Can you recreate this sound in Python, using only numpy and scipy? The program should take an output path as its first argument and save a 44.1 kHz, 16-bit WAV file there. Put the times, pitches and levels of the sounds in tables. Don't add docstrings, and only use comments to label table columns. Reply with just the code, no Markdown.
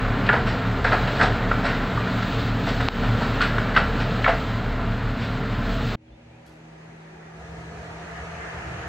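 import sys
import numpy as np
from scipy import signal
from scipy.fft import rfft, irfft, next_fast_len
from scipy.io import wavfile
from scipy.ndimage import uniform_filter1d, minimum_filter1d, map_coordinates

SR = 44100
rng = np.random.default_rng(int(sys.argv[2]) if len(sys.argv) > 2 else 0)


def bounce(signal):
    frames = np.transpose(np.atleast_2d(signal))
    limited = np.clip(frames, -1, 1)
    pcm = np.round(limited * 32767).astype(np.int16)
    wavfile.write(sys.argv[1], SR, pcm)


N = 391608
CUT_S, ZOOM_S = 5.957, 7.33


def amp(db):
    return 10 ** (np.asarray(db) / 20)


def unit(x):
    return x / np.sqrt(np.mean(np.abs(x) ** 2) + 1e-20)


def clock():
    return np.arange(N) / SR


def since_cut():
    return np.maximum(clock() - CUT_S, 0)


def along(points, hz):
    f, v = np.transpose(points)
    return np.interp(np.log(hz + 1), np.log(f + 1), v)


def curve(points):
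    s, v = np.transpose(points)
    return np.interp(clock(), s, v)


def wobble(rate):
    knots = rng.standard_normal(int(N * rate / SR) + 4)
    return map_coordinates(knots, [clock() * rate])


def filtered(x, response):
    m = next_fast_len(N + SR // 2)
    return irfft(rfft(x, m) * response(np.fft.rfftfreq(m, 1 / SR)), m)[..., :N]


def noise(spectrum):
    return unit(filtered(rng.standard_normal(N), lambda hz: amp(along(spectrum, hz))))


def resonate(x, modes):
    def body(f):
        total = 0
        for k, (centre, width, db) in enumerate(modes):
            damping = 1j * f * width
            total = total + (-1) ** k * amp(db) * damping / (centre * centre - f * f + damping)
        return total
    return unit(filtered(x, body))


def tone(hz, unsteady, rate):
    share = np.clip(unsteady, 0, 1)
    drift = np.sqrt(1 - share ** 2) + share * unit(wobble(rate) + 1j * wobble(rate))
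    turns = np.cumsum(hz * np.ones(N)) / SR + rng.random()
    return unit(np.real(drift * np.exp(2j * np.pi * turns)))


def walls(x, count=12):
    share, span_s = 0.3, 0.03
    copies = [rng.choice([-1, 1]) * np.roll(x, int(SR * span_s * u)) for u in rng.uniform(.15, 1, count)]
    return x + share * sum(copies) / np.sqrt(count)


def bumps(rows):
    t = clock()
    total = np.zeros(N)
    for s, hz, db, half in rows:
        total += amp(db) * np.exp(-((t - s) / half) ** 2) * np.sin(2 * np.pi * hz * (t - s))
    return total


def patchy(x, depth_db):
    z = signal.stft(x, nperseg=1024)[2]
    field = uniform_filter1d(rng.standard_normal(z.shape), size=7, axis=0)
    field = uniform_filter1d(field, size=6, axis=1)
    return unit(signal.istft(z * amp(depth_db * unit(field)), nperseg=1024)[1][:N])


def rush(colour):
    return patchy(walls(walls(noise(colour))), depth_db=1.6)


def brightening(x):
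    start_hz, climb_hz_per_s = 2930, 380
    hz, t, z = signal.stft(x, SR, nperseg=1024)
    edge_hz = start_hz + climb_hz_per_s * np.maximum(t - ZOOM_S, 0)
    return unit(signal.istft(z / (1 + (hz[:, None] / edge_hz) ** 16), SR, nperseg=1024)[1][:N])


def opening():
    return 1 - 0.93 * np.exp(-since_cut() / 0.12)


def layer_level(mean_db, follows, lift_db):
    # t/s, level/dB (only the change from the mean counts)
    swell = [(6.0, -69.5), (6.72, -57), (7.35, -52.5), (8.15, -44), (8.52, -41.5), (8.8, -42)]
    swell_db = curve(swell)
    swell_db = swell_db - swell_db[since_cut() > 0].mean()
    zoomed = np.clip((clock() - ZOOM_S) / 0.082, 0, 1)
    return opening() * amp(mean_db + follows * swell_db + lift_db * zoomed)


def driveway_air():
    # f/Hz, level/dB per Hz
    body = [(140, -41), (195, -1), (228, -5.5), (258, -17), (300, 0.5), (360, 0), (430, 0), (500, -4),
            (570, -7), (660, -2), (800, -3), (950, -4.5), (1080, -19), (1800, -49)]
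    # f/Hz, level/dB per Hz
    whirr = [(520, -24.5), (630, 0.5), (790, -2), (940, 1.5), (1060, -2), (1210, 3.5), (1480, -0.5),
             (1680, 4), (1870, 0), (2000, 0), (2300, -7), (2500, -6.5), (3000, -11), (3800, -18),
             (5000, -40)]
    # f/Hz, level/dB per Hz
    hiss = [(2000, -4), (3000, 2), (3700, -0.5), (4300, 1), (5000, -3), (6500, 0), (7500, -6), (9000, -12),
            (12000, -23), (13200, -55)]
    # f/Hz, level/dB per Hz
    distant = [(150, -8), (205, 14), (270, 9), (460, 0), (560, 13), (630, 1), (720, -11), (1100, -6),
               (1700, -5), (2400, -2.5), (3400, -12), (4500, -17), (7500, -35), (11000, -42)]
    air = layer_level(-51.5, follows=0.48, lift_db=0.9) * rush(body)
    air += layer_level(-52, follows=1.06, lift_db=0) * brightening(rush(whirr))
    air += layer_level(-64, follows=0.55, lift_db=3.8) * rush(hiss)
    return air + opening() * amp(-57) * noise(distant)


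def far_hums():
    # f/Hz, level/dB at the loudest, t/s of the loudest, standard deviation of the bell/s
    hums = [(119, -55.5, 6.08, 0.44), (239, -58.5, 6.57, .45), (317.6, -57.5, 6.42, 0.52),
            (368, -57.5, 7.3, .3), (292, -56, 7.9, 0.27), (326, -47.5, 8.78, 0.11)]
    total = np.zeros(N)
    for hz, db, s, spread in hums:
        bell = np.exp(-((clock() - s) / spread) ** 2 / 2)
        total += amp(db) * bell * tone(hz, unsteady=0.39, rate=7.9)
    return total


def engine_note():
    # t/s, level/dB
    strength = [(6.0, -67), (6.3, -57), (6.65, -48.5), (7.4, -45), (8.05, -41.5), (8.55, -45.5),
                (8.88, -46.5)]
    start_hz, idle_hz, settle_s = 155.1, 166.4, 1.25
    engine_hz = idle_hz + (start_hz - idle_hz) * np.exp(-since_cut() / settle_s)
    return amp(curve(strength) - 1.0) * tone(engine_hz, unsteady=0.25, rate=13)


def exhaust():
    # t/s, level/dB
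    strength = [(6.0, -60), (6.3, -58), (6.9, -58), (7.33, -54), (7.48, -44), (8.3, -44), (8.8, -37)]
    # f/Hz, level/dB per Hz
    low = [(25, -26), (48, -14), (62, 5), (78, 2.5), (98, -5), (120, -7), (140, -8.5), (185, -8),
           (215, -16), (260, -28), (500, -66)]
    throb = amp(-7) * tone(122.7, unsteady=0.71, rate=8)
    return amp(curve(strength) + 1.1 * wobble(12)) * (noise(low) + throb)


def engine_drone():
    # f/Hz, width/Hz, level/dB
    modes = [(457, 42, 1), (703, 34, 4.5), (952, 40, -6.5), (1250, 60, -2.5), (1417, 60, -6),
             (1690, 200, -8.5)]
    source = noise([(250, -30), (400, 0.5), (2000, -3.0), (3000, -30)])
    return layer_level(-66.5, follows=0.44, lift_db=19.1) * resonate(source, modes)


def scuff():
    # t/s, level/dB, t60/s
    s, db, t60 = (6.461, -60, 0.38)
    # f/Hz, level/dB per Hz
    grit = [(1500, -22), (4500, 1), (8000, -8), (12500, -10), (14000, -36)]
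    t = clock() - s
    return (t > 0) * amp(db - 60 * np.abs(t) / t60) * unit(noise(grit) * amp(3 * wobble(200)))


def bird():
    # t/s, length/s, start f/Hz, end f/Hz, level/dB
    chirps = [(6.06, .05, 3450, 3100, -70), (6.105, .06, 3380, 3680, -66), (6.29, .11, 2250, 2650, -62),
              (6.46, .045, 3150, 3550, -63)]
    song = np.zeros(N)
    for s, length, start_hz, end_hz, db in chirps:
        u = np.clip((clock() - s) / length, 0, 1)
        glide_hz = start_hz + (end_hz - start_hz) * u
        song += amp(db) * np.sin(np.pi * u) * np.sin(2 * np.pi * np.cumsum(glide_hz) / SR)
    return song


def driveway():
    # t/s, f/Hz, level/dB, half length to 1/e /s
    thumps = [(6.9, 120, -44.5, 0.02), (6.125, 57, -43, 0.029)]
    # f/Hz, side minus mid level/dB
    side_balance = [(100, -26), (220, -21), (400, -4), (700, 0), (1300, -3), (2400, 3), (8000, -0.5)]
    air, independent_air = driveway_air(), driveway_air()
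    engine = engine_drone() + exhaust() + engine_note()
    mid = air + engine + far_hums() + scuff() + bird() + bumps(thumps)
    side = filtered(independent_air, lambda hz: amp(along(side_balance, hz)))
    return filtered(np.array([mid + side, mid - side]), lambda hz: hz < 13000)


def printer():
    # f/Hz, level/dB, unsteadiness 0-1, loss/dB once the camera has turned away
    motor_tones = [(37.6, -30.3, 0.5, -0.5), (75.5, -37.5, 0.7, 0.5), (112.2, -31, 0.54, 0),
                   (121.2, -36, 0.94, -0.5), (147, -43, 0.9, 0.5), (184.2, -35.5, 0.6, 7),
                   (202.2, -43, 0.6, 1.5), (229.4, -37.5, 0.52, 0.5), (257.8, -39.5, 0.52, -0.5),
                   (451, -45, 0.6, 0), (659, -48.5, 0.7, 1), (1013, -52.5, 0.5, 3), (1134, -52.5, 0.4, 2),
                   (1350, -48.5, .95, 5)]
    # f/Hz, level/dB per Hz
    rumble_colour = [(22, -13.5), (36, 1), (55, 2.5), (90, 3), (125, 6), (165, 4.5), (210, 2), (285, 5.5),
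                     (325, -7), (400, -12), (600, -81)]
    # f/Hz, level/dB per Hz
    air_colour = [(200, -29), (340, -2.5), (430, 6), (520, 1.5), (670, 3.5), (800, 0.5), (1180, -0.5),
                  (1330, 3.5), (1560, 1), (1850, -2), (2200, -7), (3200, -15), (6000, -82.5)]
    # f/Hz, level/dB per Hz
    hiss_colour = [(1200, -28.5), (2200, -1), (2800, 1), (4100, 0.5), (4900, -7.5), (5700, -15.5),
                   (7900, -17), (8600, -54.5), (13300, -66), (14200, -18.5), (15800, -24)]
    # t/s, level/dB
    fan = [(0.0, -28.5), (0.87, -30.5), (1.0, -27.5), (2.78, -31.5), (3.49, -28.5), (5.1, -33.5),
           (5.65, -32.5), (5.8, -32.5)]
    # t/s, level/dB
    treble = [(0.0, -54), (0.85, -53.5), (0.96, -50.5), (1.15, -49.5), (1.28, -52.5), (2.07, -52),
              (2.41, -49), (2.54, -53), (2.72, -49), (3.0, -51.5), (3.34, -50), (3.74, -53.5), (4.16, -52),
              (4.36, -51.5), (4.77, -57), (5.59, -55), (5.72, -50), (5.8, -52), (5.82, -50.5)]
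    fan_db = curve(fan)
    turned = np.clip((clock() - 4.22) / 0.7, 0, 1)
    hum = np.zeros(N)
    for hz, db, unsteady, lost_db in motor_tones:
        hum += amp(db - lost_db * turned) * tone(hz, unsteady, rate=13)
    fan_change_db = fan_db - fan_db[clock() < CUT_S].mean()
    rumble = amp(-30.5 + 0.3 * fan_change_db + 1.3 * wobble(7)) * noise(rumble_colour)
    air = amp(fan_db + 0.27 * wobble(30)) * unit(walls(noise(air_colour)))
    hiss = amp(curve(treble) + 11 + 0.59 * wobble(40)) * unit(walls(noise(hiss_colour)))
    return hum + rumble + air + hiss


def room(x):
    # f/Hz, t60/s
    decay = [(150, 0.34), (1500, 0.24), (8000, 0.27)]
    hz, t, z = signal.stft(rng.standard_normal(SR // 2), SR, nperseg=256)
    tail = signal.istft(z * amp(-60 * t / along(decay, hz)[:, None]), SR, nperseg=256)[1]
    return signal.fftconvolve(x, np.pad(tail / np.linalg.norm(tail), (SR // 100, 0)))[:N]


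def tick():
    # t/s, level/dB of the damped sines
    s, db = (2.8862, 2.5)
    t = np.maximum(clock() - s, 0)
    swing = np.sin(2 * np.pi * 1050 * t) * np.exp(-t / 0.00046)
    crack = np.sin(2 * np.pi * 2600 * t) * np.exp(-t / 0.00043)
    crack -= .8 * np.sin(2 * np.pi * 4100 * t) * np.exp(-t / 0.00035)
    return amp(db) * filtered(1.55 * swing - crack, lambda hz: 1 / (1 + (hz / 7200) ** 8))


def slaps():
    # t/s, f/Hz, level/dB, t60/s, crack level/dB relative to the slap
    hits = [(0.2894, 1780, -9, .035, -9.5), (0.2982, 1440, -6.5, .035, -21),
            (0.3282, 1515, -7.5, .024, -20), (.8485, 1590, -6.5, 0.025, -15.5),
            (0.9289, 1298, -9, .035, -11.5), (1.2119, 1548, -7.5, 0.042, -13.5),
            (1.5133, 1400, -12, .04, -27), (1.974, 1177, -12.5, .035, -24),
            (3.4057, 1390, -8.5, 0.042, -17), (3.421, 1424, -10.5, 0.035, -12),
            (3.582, 1460, -10.5, 0.026, -20), (3.7632, 1537, -1.5, 0.033, -11),
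            (3.772, 1368, -2, .033, -22), (4.243, 1765, -6.5, 0.028, -12), (4.2621, 1336, -2, 0.029, -22),
            (4.2765, 732, -9, .045, -25), (4.2895, 674, -9, .05, -25.5)]
    # multiple of its pitch, level/dB
    slap_modes = [(.55, -16), (0.829, -5.5), (1, -0.5), (1.27, -8.5), (1.9, -26.5)]
    # f/Hz, level/dB per Hz
    crack_colour = [(1500, -17.5), (2700, 4), (4000, -7), (5000, -22), (7000, -53), (9000, -95)]
    rise_s, crack_t60_s = 0.0016, 0.024
    out = np.zeros(N)
    t = clock()[:SR // 8]
    snap = noise(crack_colour)
    multiple, mode_db = np.transpose(slap_modes)[:, :, None]
    for s, hz, db, t60, crack_db in hits:
        span = slice(round(s * SR), round(s * SR) + len(t))
        scatter_db = 1.0 * rng.standard_normal((len(slap_modes), 1))
        modes = np.sum(amp(mode_db + scatter_db) * np.sin(2 * np.pi * hz * multiple * t), axis=0)
        crack = amp(crack_db - 60 * t / crack_t60_s) * snap[span]
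        out[span] += amp(db) * (1 - np.exp(-t / rise_s)) * (modes * amp(-60 * t / t60) + crack)
    return out


def slips(grain_db):
    return unit(amp(grain_db * wobble(420)) * rng.standard_normal(N))


def paper():
    # knock level/dB, crinkle level/dB, edge hiss level/dB; sheet f/Hz
    strokes = [(0.257, -34.5, 0.0099, 0.094, -4, 4.5, -6, 1710),
               (.287, -15, 0.008, .085, -5.5, -19, -26.5, 1668),
               (0.33, -19.5, .001, 0.3, 1, -19, -17.5, 1495),
               (0.456, -29.5, 0.017, .45, -2.5, -6.5, -8.5, 1295),
               (.843, -16.5, 0.0022, 0.28, -3, -19.5, -16, 1640),
               (.909, -18.5, 0.024, .13, 2.5, -15.5, -17, 1340),
               (1.07, -28.5, 0.0086, .08, 3.5, -1.5, -13, 1746), (1.13, -39, 0.034, .3, -6.5, -4, 0, 1500),
               (1.189, -16, 0.028, 0.16, -3, -16, -16.5, 1550),
               (1.218, -22.5, .012, 0.24, 4, -11, -6, 1376), (1.512, -20, .004, 0.05, -2, -22, -22, 1356),
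               (1.628, -22.5, 0.028, 0.51, -3, -13, -13, 1546),
               (1.973, -32, .0012, 0.023, 8, -17, -12, 1204),
               (2.05, -31.5, 0.028, 0.075, -6, -16, -11, 1505),
               (2.221, -29, 0.0055, .087, -16, -13, -9, 1330), (2.66, -26.5, .02, 0.26, 1, -13, -7, 1586),
               (2.795, -27, 0.012, 0.18, 1.5, -13, -11, 1500),
               (3.021, -30.5, 0.017, 0.13, 4, -5, -11, 1325),
               (3.201, -28, 0.023, 0.22, 3.5, -13, -10.5, 1404),
               (3.402, -20, 0.016, 0.25, -13, -8, -10.5, 1480),
               (3.581, -25.5, .002, 0.071, 5.5, -9, -10, 1480),
               (3.74, -27.5, .012, .1, -14, -9.5, -15.5, 2016),
               (3.761, -16.5, .008, 0.18, -3, -9.5, -14, 1432),
               (3.985, -31, 0.024, 0.16, 1.5, -3, -5.5, 1505),
               (4.242, -21.5, 0.003, 0.08, -5, -13, -19, 1925), (4.272, -16, 0.01, 0.19, -2, -13, -20, 688),
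               (5.17, -40, 0.059, 0.41, -9.5, -0.5, -0.5, 1480)]
    # f/Hz, width/Hz, level/dB
    tray_modes = [(1330, 230, -0.5), (1560, 330, 0.5), (1904, 255, -1.5), (2760, 830, -18.5)]
    # f/Hz, width/Hz, level/dB
    casing_modes = [(443, 120, -6), (688, 91, 0), (970, 240, -6.5)]
    # f/Hz, level/dB per Hz
    crinkle_colour = [(1700, -22.5), (2400, 0), (2900, 0.5), (3500, -10.5), (4200, -13), (5500, -24.5),
                      (8000, -46), (9000, -71)]
    # f/Hz, level/dB per Hz
    edge_colour = [(2200, -16), (3400, -1.5), (4350, -1.5), (4800, -7), (5300, -9.5), (6500, -21.5),
                   (8200, -18), (9000, -64.5)]
    ring, knock, crinkle, edge, sheet = np.zeros((5, N))
    t = clock()[:SR // 2]
    jitter = 1.1 * wobble(330)
    for s, db, swell, t60, knock_db, crinkle_db, edge_db, sheet_hz in strokes:
        squeak_db = -0.5 - 7 * np.log2(t60 / 0.094)
        stroke = amp(db - 60 * np.maximum(t - swell, 0) / t60) * np.minimum(t / swell, 1)
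        span = slice(round(s * SR), round(s * SR) + len(t))
        ring[span] += stroke ** 2
        knock[span] += (stroke * amp(knock_db)) ** 2
        crinkle[span] += (stroke * amp(crinkle_db)) ** 2
        edge[span] += (stroke * amp(edge_db)) ** 2
        pitch = sheet_hz * (1 + .14 * (np.exp(-t / 0.0196) - .5))
        squeak = np.sqrt(2) * np.sin(2 * np.pi * np.cumsum(pitch) / SR + jitter[span])
        sheet[span] += stroke * amp(squeak_db) * squeak
    soft = filtered(slips(grain_db=2.2), lambda hz: 1 / (1 + (hz / 3300) ** 10))
    tray = np.sqrt(ring) * resonate(soft, tray_modes)
    dull = filtered(slips(grain_db=-0.5), lambda hz: 1 / (1 + (hz / 2000) ** 4))
    casing = np.sqrt(knock) * resonate(dull, casing_modes)
    crackle = np.sqrt(crinkle) * unit(noise(crinkle_colour) * amp(2.2 * wobble(400)))
    fizz = np.sqrt(edge) * unit(noise(edge_colour) * amp(2.2 * wobble(300)))
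    grain = filtered(crackle + fizz, lambda hz: 1 / (1 + (hz / 8660) ** 20))
    return amp(-2.0) * (tray + casing + grain + sheet)


def scene():
    # t/s, f/Hz, level/dB, half length to 1/e /s
    casing_bumps = [(2.0, 39, -23, .05), (2.19, 116, -28, .06), (3.09, 113, -21, .05)]
    rasps = paper() + slaps()
    indoors = printer() + bumps(casing_bumps) + rasps + amp(-5.5) * room(rasps) + tick()
    inside = np.clip((CUT_S - clock()) / 0.0036, 0, 1)
    return inside * indoors + (1 - inside) * driveway()


def limiter(x, ceiling_db, release_db):
    over = np.maximum(20 * np.log10(np.abs(x).max(axis=0) + 1e-9) - ceiling_db, 0)
    ramp = release_db * clock()
    cut_db = np.maximum.accumulate(over + ramp) - ramp
    return x * uniform_filter1d(minimum_filter1d(amp(-cut_db), size=65), size=33)


def record(dry):
    return filtered(limiter(dry, ceiling_db=-2.2, release_db=100), lambda hz: hz < 15850)


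dry = scene()
out = record(dry)
bounce(out)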